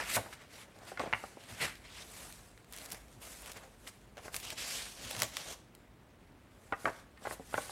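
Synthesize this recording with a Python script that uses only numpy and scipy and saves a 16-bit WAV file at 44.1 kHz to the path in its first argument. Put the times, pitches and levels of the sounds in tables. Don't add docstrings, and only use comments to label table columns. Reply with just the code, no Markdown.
import sys
import numpy as np
from scipy import signal
from scipy.fft import rfft, irfft
from scipy.io import wavfile
from scipy.ndimage import uniform_filter1d

SR = 44100
rng = np.random.default_rng(int(sys.argv[2]) if len(sys.argv) > 2 else 0)


def output_pcm(signal):
    pcm = np.clip(np.atleast_2d(signal).T, -1, 1) * 32767
    wavfile.write(sys.argv[1], SR, np.round(pcm).astype(np.int16))


N = 340011

# frequency_hz, relative_db
HUSH_SPECTRUM = [(25, -15), (45, -12.5), (108, -2.5), (150, -6), (225, -6), (345, -10), (660, -16.5),
                 (1900, -23), (4000, -33.5), (8000, -51), (12000, -42.5), (16000, -39)]
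# time_s, level_db
RUMBLE_SWELL = [(0, -65.5), (1.4, -77), (1.7, -62), (2.1, -61), (2.6, -63.5), (3.3, -61.5), (4.5, -63),
                (5, -63), (5.6, -66.5), (6.1, -65.5), (7.71, -64)]
# frequency_hz, t60_s
ROOM_DECAY = [(200, 0.37), (1000, 0.47), (4000, 0.49), (12000, 0.42)]
# delay_s, gain_db
ECHOES = [(.0017, -35), (0.0113, -14)]
# start_s, peak_db
LANDINGS = [(0.161, -36), (0.996, -43), (1.125, -41), (1.514, -45), (1.6, -46), (3.163, -50.5),
            (5.045, -46), (5.172, -43), (5.22, -44), (6.722, -60), (6.853, -43), (7.261, -54), (7.309, -54),
            (7.542, -44), (7.573, -46)]
# pitch_hz, relative_db
TABLE_MODES = [(60, -0.5), (110, 11.5), (165, -7), (235, 7)]
# start_s, peak_db, pitch_hz, t60_s
POPS = [(0.0, -28, 1010, 0.033), (0.167, -22.5, 770, 0.034), (0.17, -22.5, 970, 0.037),
        (0.179, -26, 832, 0.042), (0.261, -40, 923, 0.032), (0.327, -37.5, 2230, 0.077),
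        (0.852, -51, 568, 0.027), (0.918, -33.5, 650, 0.027), (0.973, -32.5, 1680, 0.05),
        (0.995, -27.5, 770, 0.073), (1.001, -26, 570, 0.02), (1.036, -31.5, 573, 0.032),
        (1.06, -32, 495, 0.063), (1.075, -28, 600, 0.018), (1.11, -43, 620, 0.015),
        (1.128, -17.5, 1440, 0.013), (1.134, -17.5, 1700, 0.02), (1.145, -29.5, 1700, 0.074),
        (1.239, -28, 790, 0.028), (1.371, -39, 564, 0.03), (3.87, -41, 2100, 0.046),
        (4.168, -43, 564, 0.08), (4.256, -39.5, 580, 0.032), (4.281, -31.5, 940, 0.018),
        (4.343, -35, 1710, 0.019), (4.524, -38.5, 577, 0.047), (5.108, -40, 603, 0.048),
        (5.148, -38, 1700, 0.035), (5.22, -24.5, 2100, 0.018), (5.368, -38, 1710, 0.024),
        (6.724, -21.5, 736, 0.032), (6.734, -28.5, 1350, 0.05), (6.845, -30.5, 420, 0.014),
        (6.855, -18.5, 1100, 0.05), (6.865, -28, 450, 0.027), (6.874, -23, 780, 0.028),
        (6.882, -27, 1110, 0.048), (6.892, -27.5, 730, 0.016), (6.9, -36, 686, 0.016),
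        (7.174, -51, 1620, 0.062), (7.222, -40.5, 584, 0.026), (7.251, -29, 814, 0.04),
        (7.257, -32, 1320, 0.099), (7.271, -25, 800, 0.032), (7.31, -30, 900, 0.021),
        (7.324, -38, 800, 0.035), (7.397, -34, 430, 0.053), (7.527, -39, 900, 0.03),
        (7.542, -17.5, 825, 0.023), (7.552, -33, 1900, 0.048), (7.579, -22.5, 730, 0.035),
        (7.695, -34.5, 766, 0.021)]
# pitch_hz, relative_db
SHEET_MODES = [(210, 1), (300, 3.5), (420, 2), (580, 4), (700, 0.5), (830, 5), (1040, 3.5), (1250, 3.5),
               (1390, 4), (1530, 5.5), (1750, 6), (2040, 5.5), (2420, -1), (2760, 2.5), (3150, -2),
               (3600, -33)]
# start_s, middle_band_db, tilt_db_per_band
CREASES = [(0.0522, -45, 1), (0.1632, -27, 4), (0.3311, -44, -2), (0.7887, -51, 1), (0.8522, -50, 0),
           (0.883, -47, 1), (0.9743, -45, -14), (0.9957, -34, -10), (1.0674, -52, -15), (1.1286, -38, -12),
           (1.1355, -41, -27), (1.4381, -46, -2), (1.7546, -43, 0), (2.0124, -45, -3), (2.0211, -44, 0),
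           (2.3254, -41, 6), (2.5767, -50, -3), (2.6451, -52, 0), (2.7252, -36, 5), (2.7642, -41, 10),
           (2.7752, -40, 4), (2.786, -40, 6), (2.8597, -37, 3), (2.9165, -35, 5), (2.92, -30, 8),
           (2.9303, -40, 10), (2.9464, -40, 3), (3.0827, -52, 0), (3.269, -46, 3), (3.4209, -45, 10),
           (3.4606, -39, 4), (3.5178, -36, 2), (3.5723, -44, 8), (3.8747, -36, -2), (4.1709, -43, -5),
           (4.1798, -47, -7), (4.3438, -28, 0), (4.3486, -34, 4), (4.3644, -24, 6), (4.5036, -29, 0),
           (4.6924, -35, -4), (5.05, -39, 1), (5.0755, -41, 0), (5.1108, -29, 2), (5.1499, -37, -4),
           (5.1654, -34, -2), (5.1926, -31, 2), (5.2015, -29, 3), (5.2204, -16.5, 2), (5.2325, -22, 4),
           (5.3691, -24, -1), (5.7507, -45, 6), (6.7254, -49, -21), (6.8562, -42, -19), (7.1753, -56, -7),
           (7.5421, -46, -21)]
# centre_hz, width_hz
SNAP_BANDS = [(2200, 2300), (5400, 4500), (10500, 7500)]
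# full_pressure_s, rise_s, hold_s, fall_s, level_db, tilt_db_per_octave, body_lift_db
STROKES = [(0.0, 0.12, 0.0018, 0.11, -36, -8, 8.5), (0.11, 0.13, 0.0077, 0.095, -33, -6.5, -2.5),
           (0.15, 0.06, .012, 0.027, -24, -1.5, -8), (0.196, 0.12, 0, 0.079, -44, -5.5, 18.5),
           (0.264, .1, 0.015, .1, -54.5, -5, 11), (0.337, 0.072, 0, 0.039, -47, -3.5, 6),
           (0.419, 0.094, 0, .12, -54, -8.5, 7.5), (0.538, 0.084, 0.093, .04, -49.5, -5, 1.2),
           (0.836, 0.34, 0.02, 0.44, -56.5, -6.5, 15), (0.886, 0.049, 0.011, 0.089, -46, -5.5, -5),
           (1.002, 0.02, 0, 0.14, -43, -9.5, 15), (1.147, .1, 0.12, 0.21, -51, -3.5, 7.5),
           (1.408, 0.065, 0.017, .1, -52.5, -6.5, 5), (1.495, 0.071, 0.024, 0.28, -45.5, -5, 3),
           (1.619, 0.043, 0.027, 0.081, -30, -7, 1), (1.852, 0.032, 0, 0.14, -55.5, -11.5, 4),
           (1.953, 0.08, 0.076, 0.037, -48, -7, 1.2), (2.167, 0.41, 0.083, 0.33, -46.5, -1.5, 4),
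           (2.5, .3, .1, 0.33, -68, -3.5, 7), (2.745, 0.079, .095, 0.25, -48.5, -2, 5.5),
           (2.927, 0.091, 0, .12, -46.5, -4.5, 10.5), (3.135, .15, 0, .15, -58.5, -1.5, 0),
           (3.219, 0.021, 0.092, 0.41, -46.5, -0.5, 3), (3.47, 0.1, 0.033, .04, -47.5, -5, 8),
           (3.575, 0.051, 0.00068, 0.031, -48.5, -9, 15), (3.634, 0.086, 0, 0.096, -55, -4.5, 16.5),
           (3.837, 0.17, .01, .5, -58, -2.2, 5), (3.879, .025, 0.00042, 0.033, -40.5, -2.2, 3.5),
           (4.18, 0.011, 0, 0.053, -52, -8.5, 16.5), (4.252, 0.063, 0.0098, 0.075, -46, -3.5, 9),
           (4.344, 0.03, 0.0038, 0.11, -39, 0, 3), (4.431, 0.017, .1, .03, -43.5, -4.5, 1.7),
           (4.581, 0.026, 0.051, 0.19, -38.5, -4, -1.3), (4.711, 0.12, 0.038, 0.29, -36.5, -1.5, -2.5),
           (4.832, 0.23, 0.0029, 0.091, -47, -9.5, 5), (5.02, .08, 0.062, 0.14, -46, -5, 4),
           (5.12, 0.13, 0, 0.039, -42, -0.5, 3.5), (5.232, 0.22, 0.0039, 0.061, -37, -3, 7.5),
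           (5.378, .11, 0, 0.17, -42, -4, 0.5), (5.521, 0.26, 0.0053, 0.038, -42, -2, 7),
           (6.647, .3, 0.025, 0.36, -62.5, -1, 13), (6.8, 0.079, 0.031, .1, -54.5, -1, 1.2),
           (6.864, 0.091, 0.016, 0.1, -47.5, -3.5, 5), (6.99, 0.25, 0.0053, .08, -54.5, -4.5, 7),
           (7.18, 0.031, 0.0082, 0.13, -70, -13, 3), (7.238, 0.029, 0.085, 0.11, -50, -4.5, 5),
           (7.336, 0.11, 0.0012, 0.028, -43.5, 1.7, 11), (7.469, 0.13, 0.08, .2, -58, -3, -9),
           (7.575, 0.17, 0.086, .3, -43.5, -1, 4)]
VOICE_HZ = [680, 2200, 5400, 11000]
RESTING_DB = [-55, -61, -70, -74]
# frequency_hz, gain_db
RUB_COLOUR = [(60, 0.5), (250, -7.5), (420, -6), (600, 2), (800, -4), (1200, -5), (2100, -3.5),
              (3100, -4.5), (6500, -3), (8000, -1), (10000, -2), (13000, -7.5), (15000, -14), (16000, -26)]
# frequency_hz, gain_db
CARD_COLOUR = [(700, 0.5), (1400, -1), (2000, -1), (3000, 1.5), (5000, -0.9)]
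# start_s, end_s
ON_CARD = [(1.83, 2.05), (4.4, 5.55)]
# start_s, end_s
PAGE_SWEEPS = [(0.05, 0.18), (1.58, 1.7)]
# start_s, end_s
STICKING = [(2.73, 2.95), (3.42, 3.58), (4.31, 4.53), (5.1, 5.24)]


def gain_of(db):
    return 10 ** (np.asarray(db) / 20)


def unit_rms(x):
    return x / np.sqrt(np.mean(x ** 2) + 1e-20)


def curve_at(points, hz):
    frequency_hz, value = np.transpose(points)
    return np.interp(np.log(hz + 1), np.log(frequency_hz + 1), value)


def during(spans, t):
    return sum((t > start_s) & (t < end_s) for start_s, end_s in spans)


def add(mix, start_s, sound):
    part = mix[round(start_s * SR):][:len(sound)]
    part += sound[:len(part)]


def band(x, low_hz, high_hz):
    return signal.sosfilt(signal.butter(2, [low_hz, high_hz], "band", fs=SR, output="sos"), x)


def minimum_phase(gain):
    cepstrum = irfft(np.log(gain + 1e-7))
    cepstrum[1:len(gain) - 1] *= 2
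    cepstrum[len(gain):] = 0
    return irfft(np.exp(rfft(cepstrum)))


def room_hush(level_db=-61.5):
    colour = gain_of(curve_at(HUSH_SPECTRUM, np.fft.rfftfreq(N, 1 / SR)))
    return gain_of(level_db) * unit_rms(irfft(rfft(rng.standard_normal(N)) * colour, N))


def rumble():
    level_db = np.interp(np.arange(N) / SR, *np.transpose(RUMBLE_SWELL))
    return gain_of(level_db) * unit_rms(band(rng.standard_normal(N), 36.6, 60.0))


def room_reflections(x, tail_db=-15.5):
    taps = np.zeros(SR // 2)
    slots = np.arange(500, SR // 2 - 20, 20)
    taps[slots + rng.integers(0, 20, len(slots))] = rng.choice([-1., 1.], len(slots))
    hz, t, spectra = signal.stft(taps, SR, nperseg=256)
    decay = gain_of(-60 * t / curve_at(ROOM_DECAY, hz)[:, None])
    tail = signal.istft(spectra * decay, SR, nperseg=256)[1]
    tail *= gain_of(tail_db) / np.linalg.norm(tail)
    echoes = np.zeros(len(tail))
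    for delay_s, gain_db in ECHOES:
        echoes[round(delay_s * SR)] += gain_of(gain_db)
    tail += band(echoes, 166, 2800)
    return signal.fftconvolve(x, tail)[:N]


def table_thud(peak_db, scatter, t60_s=0.14):
    mode_hz, mode_db = np.transpose(TABLE_MODES)[:, :, None]
    t = np.arange(SR // 2) / SR
    envelopes = gain_of(mode_db + 2.5 * scatter - 60 * t / t60_s)
    modes = envelopes * np.sin(2 * np.pi * mode_hz * t + 3 * scatter)
    sound = modes.sum(0) * (1 - np.exp(-t / .006))
    return gain_of(peak_db) * sound / abs(sound).max()


def sheet_pop(peak_db, pitch_hz, t60_s, scatter, octaves_below=1, octaves_above=0.84):
    mode_hz, mode_db = np.transpose(SHEET_MODES)[:, :, None]
    uneven_db, detune, damping = scatter
    t = np.arange(8000) / SR
    reach_octaves = np.where(mode_hz > pitch_hz, octaves_above, octaves_below)
    strike_db = -6 * (np.log2(mode_hz / pitch_hz) / reach_octaves) ** 2 + uneven_db
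    decay_db = -60 * t / t60_s * (mode_hz / 1000) ** 0.054 * (1 + 0.2 * damping)
    phase = 2 * np.pi * mode_hz * (1 + 0.06 * detune) * t + 1.11 * damping
    modes = gain_of(mode_db + strike_db + decay_db) * np.sin(phase)
    sound = modes.sum(0) * (1 - np.exp(-t / 0.00029))
    return gain_of(peak_db) * sound / abs(sound).max()


def crease_snap(middle_band_db, tilt_db, grit, sag_db=2.5):
    t = np.arange(len(grit)) / SR
    splinters = .15 * grit * np.exp(-t / .0009)
    fibres = gain_of(-22.5) * grit * np.exp(-t / 0.0036)
    crack = splinters + fibres
    crack[0] += .75 * np.sign(grit[0])
    centre_hz, width_hz = np.transpose(SNAP_BANDS)
    bands_db = middle_band_db + np.array([-tilt_db - sag_db, 0, tilt_db - sag_db])
    bands_db += 20 * np.log10(SR / 2 / width_hz)
    dull_db, _, bright_db = bands_db
    colour = [(500, dull_db - 16), *zip(centre_hz, bands_db),
              (13000, bright_db - 1.5), (16000, bright_db - 7)]
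    spectrum = gain_of(curve_at(colour, np.fft.rfftfreq(512, 1 / SR)))
    return np.convolve(crack, minimum_phase(spectrum))


def finger_ticks(per_s=35, level_db=-44, spread_db=3, tilt_db=4):
    return [(rng.uniform(start_s, end_s), level_db + spread_db * rng.standard_normal(), tilt_db)
            for start_s, end_s in STICKING for _ in range(round((end_s - start_s) * per_s))]


def stroke_levels(t, ramp_db=20, paper_lift_db=-0.6, card_lift_db=4.5, sweep_lift_db=-4):
    full_s, rise_s, hold_s, fall_s, level_db, tilt_db, body_db = np.transpose(STROKES)[:, :, None]
    rising = np.maximum((full_s - t) / rise_s, 0)
    falling = np.maximum((t - full_s - hold_s) / fall_s, 0)
    envelope_db = level_db - ramp_db * (rising + falling)
    scrape_octaves, fizz_octaves = np.log2(np.array(VOICE_HZ)[[1, 3]] / VOICE_HZ[2])
    hiss_db = np.where(during(ON_CARD, full_s), card_lift_db, paper_lift_db)
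    hiss_db = np.where(during(PAGE_SWEEPS, full_s), sweep_lift_db, hiss_db)
    lifts_db = np.array([body_db, scrape_octaves * tilt_db, hiss_db, fizz_octaves * tilt_db])
    stroke_power = (gain_of(envelope_db + lifts_db) ** 2).sum(1)
    return 10 * np.log10(stroke_power + gain_of(RESTING_DB)[:, None] ** 2)


def colour_drift(shape, depth_db=1.8):
    across_bands = uniform_filter1d(rng.standard_normal(shape), size=5, axis=0)
    patches = uniform_filter1d(across_bands, size=10, axis=1)
    return gain_of(depth_db * unit_rms(patches))


def fibre_friction(slips_per_s=350, sliding_share=.04, sticking_share=.12):
    slip_share = np.where(during(STICKING, np.arange(N) / SR), sticking_share, sliding_share)
    hiss, wobble = rng.standard_normal((2, N))
    size, chance = rng.random((2, N))
    slips = gain_of(-3.5 * np.log(size + .03)) * (chance < slips_per_s / SR) * np.sign(hiss)
    uneven_drag = gain_of(1.2 * unit_rms(uniform_filter1d(wobble, size=300)))
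    return np.sqrt(1 - slip_share) * hiss * uneven_drag + np.sqrt(slip_share) * unit_rms(slips)


def page_rub():
    hz, t, spectra = signal.stft(fibre_friction(), SR, nperseg=256)
    voice_blend = np.array([curve_at(list(zip(VOICE_HZ, solo)), hz) for solo in np.eye(len(VOICE_HZ))])
    shape_db = voice_blend.T @ stroke_levels(t) + curve_at(RUB_COLOUR, hz)[:, None]
    shape_db += curve_at(CARD_COLOUR, hz)[:, None] * during(ON_CARD, t)
    rubbed = spectra * gain_of(shape_db) * colour_drift(spectra.shape)
    return signal.istft(rubbed, SR, nperseg=256)[1][:N]


def scene():
    paper, table = page_rub(), np.zeros(N)
    snaps = CREASES + finger_ticks()
    for (start_s, *snap), grit in zip(snaps, rng.standard_normal((len(snaps), 1500))):
        add(paper, start_s, crease_snap(*snap, grit))
    for start_s, *pop in POPS:
        scatter = np.clip(rng.standard_normal((3, len(SHEET_MODES), 1)), -2, 2)
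        add(paper, start_s, sheet_pop(*pop, scatter))
    for start_s, peak_db in LANDINGS:
        scatter = np.clip(rng.standard_normal((len(TABLE_MODES), 1)), -2, 2)
        add(table, start_s, table_thud(peak_db, scatter))
    return (paper + room_reflections(paper) + table + room_hush() + rumble())[None]


def record(dry, bass_cut_hz=44, top_hz=16100):
    thinned = signal.sosfilt(signal.butter(6, bass_cut_hz, "high", fs=SR, output="sos"), dry)
    low_pass = signal.firwin(511, top_hz, window=("kaiser", 9), fs=SR)
    return signal.oaconvolve(thinned, low_pass[None], "same")


dry = scene()
out = record(dry)
output_pcm(out)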